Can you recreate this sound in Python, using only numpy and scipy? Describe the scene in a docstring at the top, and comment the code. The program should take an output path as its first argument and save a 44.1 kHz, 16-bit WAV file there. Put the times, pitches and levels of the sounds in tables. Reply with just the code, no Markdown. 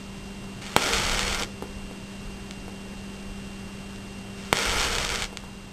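"""A cooling fan hums and electronics whine throughout; then a laser lights two match heads on a desk.
Each head sizzles (faint noise and grains), bursts with a sharp pop (a pressure pulse and its rebound) and
flares for under a second: gas hisses (shaped noise), grains crackle and snap (short bursts), and the
flame's draught rumbles (low noise). A few soft handling knocks are filtered impulses.
The microphone is close; desk, boxes and room add reflections, and a low-rate recorder roughens the treble."""
import sys
import numpy as np
from scipy import signal
from scipy.fft import rfft, irfft, next_fast_len
from scipy.io import wavfile
from scipy.ndimage import map_coordinates

SR = 44100
rng = np.random.default_rng(int(sys.argv[2]) if len(sys.argv) > 2 else 0)


def unload_wav(signal):
    """Save mono or channel-first audio to the path in sys.argv[1] as 16-bit WAV at rate SR, clipped to [-1, 1]."""
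    wavfile.write(
        sys.argv[1],
        SR,
        np.round(np.clip(np.atleast_2d(signal).T, -1, 1) * 32767).astype(np.int16),
    )


N = 252252
RECORDER_HZ, TOP_HZ = 11025, 12800  # sample rate; output cutoff


def amp(db):
    """Decibels to gain."""
    return 10 ** (np.asarray(db) / 20)


def ramp(x):
    """0 below 0, 1 above 1, straight between."""
    return np.clip(x, 0, 1)


def along(points, hz):
    """Interpolate (Hz, value) points on a log frequency axis."""
    f, v = np.transpose(points)
    return np.interp(np.log(hz + 1), np.log(f + 1), v)


def curves(rows):
    """One value per sample for each column after the time."""
    s, *cols = np.transpose(rows)
    return [np.interp(np.arange(N) / SR, s, c) for c in cols]


def wobble(knots_per_s):
    """Smooth random curve through normally distributed knots."""
    knots = rng.standard_normal(int(N * knots_per_s / SR) + 4)
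    return map_coordinates(knots, [np.arange(N) * knots_per_s / SR])


def filtered(x, response):
    """x times a complex response of frequency, zero-padded."""
    m = 2 * next_fast_len(N // 2 + SR // 4)
    return irfft(rfft(x, m) * response(np.fft.rfftfreq(m, 1 / SR)), m)[:N]


def in_band(hz):
    """Steep low-pass at half the recorder's sample rate."""
    return 1 / (1 + (2 * hz / RECORDER_HZ) ** 60)


def coloured(x, spectrum):
    """x through a causal (minimum-phase) filter, at rms 1 within the recorder's band."""
    def response(hz):
        cepstrum = irfft(np.log(amp(along(spectrum, hz))))
        return np.exp(rfft(2 * cepstrum[:len(hz)], len(cepstrum)) - cepstrum[0])
    y = filtered(x, response)
    return y / np.std(filtered(y, in_band))


def noise(spectrum):
    """Coloured noise, rms 1 in band."""
    return coloured(rng.standard_normal(N), spectrum)


def add(track, s, sound):
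    """Mix a sound into the track from time s."""
    part = track[round(s * SR):][:len(sound)]
    part += sound[:len(part)]


# crust of a head cracks open: [t/s, level/dB before the bass cut, push length/s, rebound decay/s]
POPS = [(0.7644, -3.5, 0.00017, 0.000049), (0.7647, 4, 0.00018, 0.00061), (4.5287, 1, 0.00024, 0.00067)]
# gas jet spectrum, also of spray and sizzle: [f/Hz, relative density/dB]
JET_SPECTRUM = [(60, -35), (200, -5.5), (480, 5), (700, 1), (1000, -1.5), (1400, 3), (2300, -1), (3200, 1),
                (4100, -6), (5500, 0.5)]


def pops(spray_db=-18, spray_t60=0.017):
    """The crust gives way: a brief pressure pulse flips into its rebound, with a spray of fragments."""
    out, t = np.zeros(N), np.arange(N) / SR
    for s, db, push_s, rebound_s in POPS:
        before, after = np.maximum(s - t, 0), np.maximum(t - s, 0)
        push = -np.exp(-(before / push_s) ** 6)
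        rebound = np.exp(-after / rebound_s)
        spray = amp(spray_db - 60 * after / spray_t60) * (t > s - push_s) * noise(JET_SPECTRUM)
        out += amp(db) * (np.where(t < s, push, rebound) + spray)
    return filtered(out, lambda hz: 1j * hz / (220 + 1j * hz))  # so small a source radiates little bass


# one row per match: [sizzle t/s, sizzle level/dB, ignition t/s, burnt-out t/s, dying away/s]
MATCHES = [(0.612, -43.5, 0.765, 1.458, 0.026), (4.37, -49, 4.529, 5.278, 0.046)]
FLARE_DB, SWELL_DB, SWELL_S, HOLD_S, FADE_DB_PER_S = -26, 11, 0.032, 0.27, 12.5


def burning():
    """Gain of the gas jet: swell, hold, slow fade, and a quick end when the head is spent."""
    t, gain = np.arange(N) / SR, np.zeros(N)
    for _, _, lit, spent, dying in MATCHES:
        age = np.maximum(t - lit, 0)
        swell_db = -SWELL_DB * np.exp(-age / SWELL_S)
        fade_db = -FADE_DB_PER_S * np.maximum(age - HOLD_S, 0)
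        gain += amp(FLARE_DB + swell_db + fade_db) * (t > lit) * ramp((spent - t) / dying)
    return gain


# bursting grains' spectrum: [f/Hz, relative density/dB]
CRACKLE_SPECTRUM = [(100, -11), (700, -5), (2500, 4.5), (5500, 2.5)]


def crackle(per_second, spread_db):
    """Tiny bursts at random moments, mostly small and a few large."""
    sizes = amp(spread_db * np.minimum(rng.standard_normal(N), 2))
    hits = rng.random(N) < per_second / SR
    return coloured(sizes * hits * rng.choice([-1, 1], N), CRACKLE_SPECTRUM)


def flare():
    """The head blows a sputtering gas jet; as the jet weakens, its bursting grains stand out."""
    sputter_db = .5 * wobble(35) + .5 * wobble(220)
    burn = burning() * amp(sputter_db)
    strength = burn / burn.max()
    jet = amp(-1.5) * strength ** 0.11 * noise(JET_SPECTRUM)
    return burn * (jet + amp(-5.0) * crackle(per_second=1300, spread_db=9.5))


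def snap(hz, life_cycles=0.19):
    """A grain bursts in about one steep pressure cycle."""
    cycles = hz * np.arange(-SR // 500, SR // 500) / SR
    wave = np.sin(2 * np.pi * cycles) * np.exp(-np.abs(cycles) / life_cycles)
    return wave / wave.max()


# single snaps and ticks of heads and wood, loud and faint:
# [listed t/s, SNAP_LAG_S before the burst centre; level/dB before SNAP_GAIN_DB]
SNAPS = [(0.664, -22), (0.8694, -15), (0.9334, -5), (1.0134, -15), (1.0955, -8.5), (1.1926, -5.5),
         (1.4225, -12), (1.4334, -11.5), (2.5093, -18), (3.9594, -27), (4.8, -8.5), (4.9836, -9.5),
         (5.049, -9), (5.091, -9.5), (5.1487, -13), (5.1576, -10.5), (5.2427, -13.5), (5.3712, -12.5)]
SNAP_HZ, SNAP_LAG_S, SNAP_GAIN_DB = 3130, 0.001193, -0.5  # lag: listed time to burst centre


def snaps(per_second=16, over_jet_db=11, spread_db=5.0, pitch_spread=0.23):
    """Snaps at given times, and others at random that weaken with the flame."""
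    out, jet = np.zeros(N), burning()
    grains = [(s + SNAP_LAG_S, amp(db + SNAP_GAIN_DB), SNAP_HZ) for s, db in SNAPS]
    for _, _, lit, spent, _ in MATCHES:
        for turn, (offset, size, pitch) in enumerate(rng.standard_normal(size=(40, 3))):
            s = lit + (turn + offset) / per_second
            if lit < s < spent:
                peak = jet[round(s * SR)] * amp(over_jet_db + spread_db * size)
                grains.append((s, peak, SNAP_HZ * np.exp(pitch_spread * pitch)))
    for s, peak, hz in grains:
        burst = peak * snap(hz)
        add(out, s - len(burst) / 2 / SR, burst)
    return out


def sizzle(rise_s=0.0069):
    """The heated spot fizzes faintly before it catches."""
    t, heat = np.arange(N) / SR, np.zeros(N)
    for start, db, lit, _, _ in MATCHES:
        heat += amp(db) * ramp((t - start) / rise_s) * (t < lit)
    return heat * (noise(JET_SPECTRUM) + amp(-2.0) * crackle(per_second=1400, spread_db=8.5))


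# soft handling knocks: [t/s, level/dB]
KNOCKS = [(1.409, -16), (1.489, -31), (1.624, -15.5), (1.912, -24), (2.681, -22), (5.328, -22.5),
          (5.438, -25.5)]
# spectrum of a knock: [f/Hz, relative level/dB]
KNOCK_SPECTRUM = [(80, -13), (220, 7), (500, 9.5), (800, 3), (1300, -6), (2500, -14), (5500, -19)]


def knocks(rattle_db=-29, rattle_t60=0.16):
    """Each light bump is one dull push followed by a brief rattle of the body."""
    out, t = np.zeros(N), np.arange(SR // 8) / SR
    push = coloured(signal.unit_impulse(N), KNOCK_SPECTRUM)[:len(t)]
    push = push / np.abs(push).max()
    for s, db in KNOCKS:
        rattle = amp(rattle_db - 60 * t / rattle_t60) * rng.standard_normal(len(t))
        add(out, s, amp(db) * signal.fftconvolve((t == 0) + rattle, push))
    return out


# stray puffs of room air: [t/s, level/dB, half length/s]
PUFFS = [(0.183, -42.5, 0.092), (1.79, -39, 0.092), (2.31, -38.5, 0.078), (3.39, -38.5, 0.15)]
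# spectrum of air stirring at the microphone: [f/Hz, relative density/dB]
RUMBLE_SPECTRUM = [(6, -24), (15, 0), (30, 4), (60, -1.5), (110, -11.5), (200, -20), (500, -42),
                   (2000, -100)]
# the billow reaches the microphone a little after ignition, then settles
BILLOW_DB, BILLOW_LAG_S, BILLOW_RISE_S, BILLOW_FADE_DB_PER_S, BILLOW_RELEASE_S = -28, 0.13, 0.041, 16.5, 0.11
STILL_AIR_DB = -48.5


def draught(flutter_db=1.0):
    """Air stirs at the microphone: a little always, more in stray puffs, hardest when a flame billows."""
    t = np.arange(N) / SR
    flows = [amp(db) * np.exp(-((t - s) / half) ** 2) for s, db, half in PUFFS]
    for _, _, lit, spent, _ in MATCHES:
        age = np.maximum(t - lit - BILLOW_LAG_S, 0)
        rise = ramp(age / BILLOW_RISE_S)
        release = ramp((spent - t) / BILLOW_RELEASE_S + .5)
        flows.append(amp(BILLOW_DB - BILLOW_FADE_DB_PER_S * age) * rise * release)
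    flow = np.sqrt(amp(STILL_AIR_DB) ** 2 + np.sum(np.square(flows), axis=0))
    return flow * amp(flutter_db * wobble(6.5)) * noise(RUMBLE_SPECTRUM)


# background levels: [t/s, fan hum level/dB, air rush level/dB, whine level/dB]
BACKGROUND = [(0, -43.5, -42, -52.5), (4.4, -42, -42, -51.5), (4.8, -45.5, -42.5, -50),
              (5.72, -46.5, -44, -55.5)]
# fan tones: [f/Hz, level/dB re hum, pitch wander as a share]
FAN_TONES = [(196.3, 0.5, 0.0037), (392.4, -11, .0015)]
# air rush spectrum: [f/Hz, relative density/dB]
AIR_SPECTRUM = [(50, -10), (105, -4.5), (160, -7), (270, -10), (500, -16), (900, -18.5), (1600, -22),
                (2800, -23), (4200, -24.5), (5500, -23)]


def fan():
    """Blade hum, slightly unsteady in pitch and level, over a rush of air."""
    hum_db, rush_db, _ = curves(BACKGROUND)
    tones = np.zeros(N)
    for hz, db, wander in FAN_TONES:
        level = amp(db + 0.091 * wobble(30))
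        cycles = np.cumsum(hz * (1 + wander * wobble(25.06))) / SR
        tones += level * np.sin(2 * np.pi * cycles)
    rush = amp(rush_db + 0.11 * wobble(9.3)) * noise(AIR_SPECTRUM)
    return np.sqrt(2) * amp(hum_db) * tones + rush


# electronic whine: [f/Hz, level/dB re main tone, phase slip/cycles]
WHINES = [(2763, 0, .37), (3160, -8, .5)]


def whine(slips_per_s=30):
    """Thin electronic tones; regular slips of phase give them a slight buzz."""
    t, tones = np.arange(N) / SR, np.zeros(N)
    _, _, whine_db = curves(BACKGROUND)
    for hz, db, slip in WHINES:
        cycles = hz * t + slip * np.floor(slips_per_s * t)
        tones += amp(db) * np.sin(2 * np.pi * cycles)
    return np.sqrt(2) * amp(whine_db) * tones


# echoes off boxes beside the matches: [delay/s, share]
ECHOES = [(.0009, 0.19), (.00135, 0.15)]
# room decay: [f/Hz, t60/s]
ROOM_T60 = [(200, 0.71), (2000, 0.17), (5500, 0.31)]


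def surroundings(x, desk_delay=0.002236, desk_share=0.24, desk_hz=1400, room_db=-12):
    """Close boxes and the desk comb the sound; the room adds a short, faint tail."""
    def late(hz, delay):
        return np.exp(-2j * np.pi * hz * delay)

    def near(hz):
        boxes = sum(share * late(hz, delay) for delay, share in ECHOES)
        return boxes + desk_share * late(hz, desk_delay) / (1 + (hz / desk_hz) ** 2)
    hz, t, z = signal.stft(rng.standard_normal(SR // 3), SR, nperseg=256)
    decay = amp(-60 * t / along(ROOM_T60, hz)[:, None])
    tail = signal.istft(z * decay, SR, nperseg=256)[1]
    delayed_tail = np.pad(tail / np.linalg.norm(tail), (SR // 250, 0))
    room = signal.fftconvolve(x, delayed_tail)[:N]
    return x + filtered(x, near) + amp(room_db) * room


def scene():
    """Matches and knocks in the room, over the fan, the whine and the draught."""
    matches = pops() + flare() + snaps() + sizzle()
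    return (surroundings(matches + knocks()) + fan() + whine() + draught())[None]


def record(dry):
    """Low-rate recorder: pops overload it; holding each sample mirrors the sound into the treble."""
    step = SR // RECORDER_HZ
    samples = np.clip(filtered(dry[0], in_band)[::step], -1, 1)
    held = np.repeat(samples, step)[:N]
    return filtered(held, lambda hz: 1 / (1 + (hz / TOP_HZ) ** 200))[None]


dry = scene()
out = record(dry)
unload_wav(out)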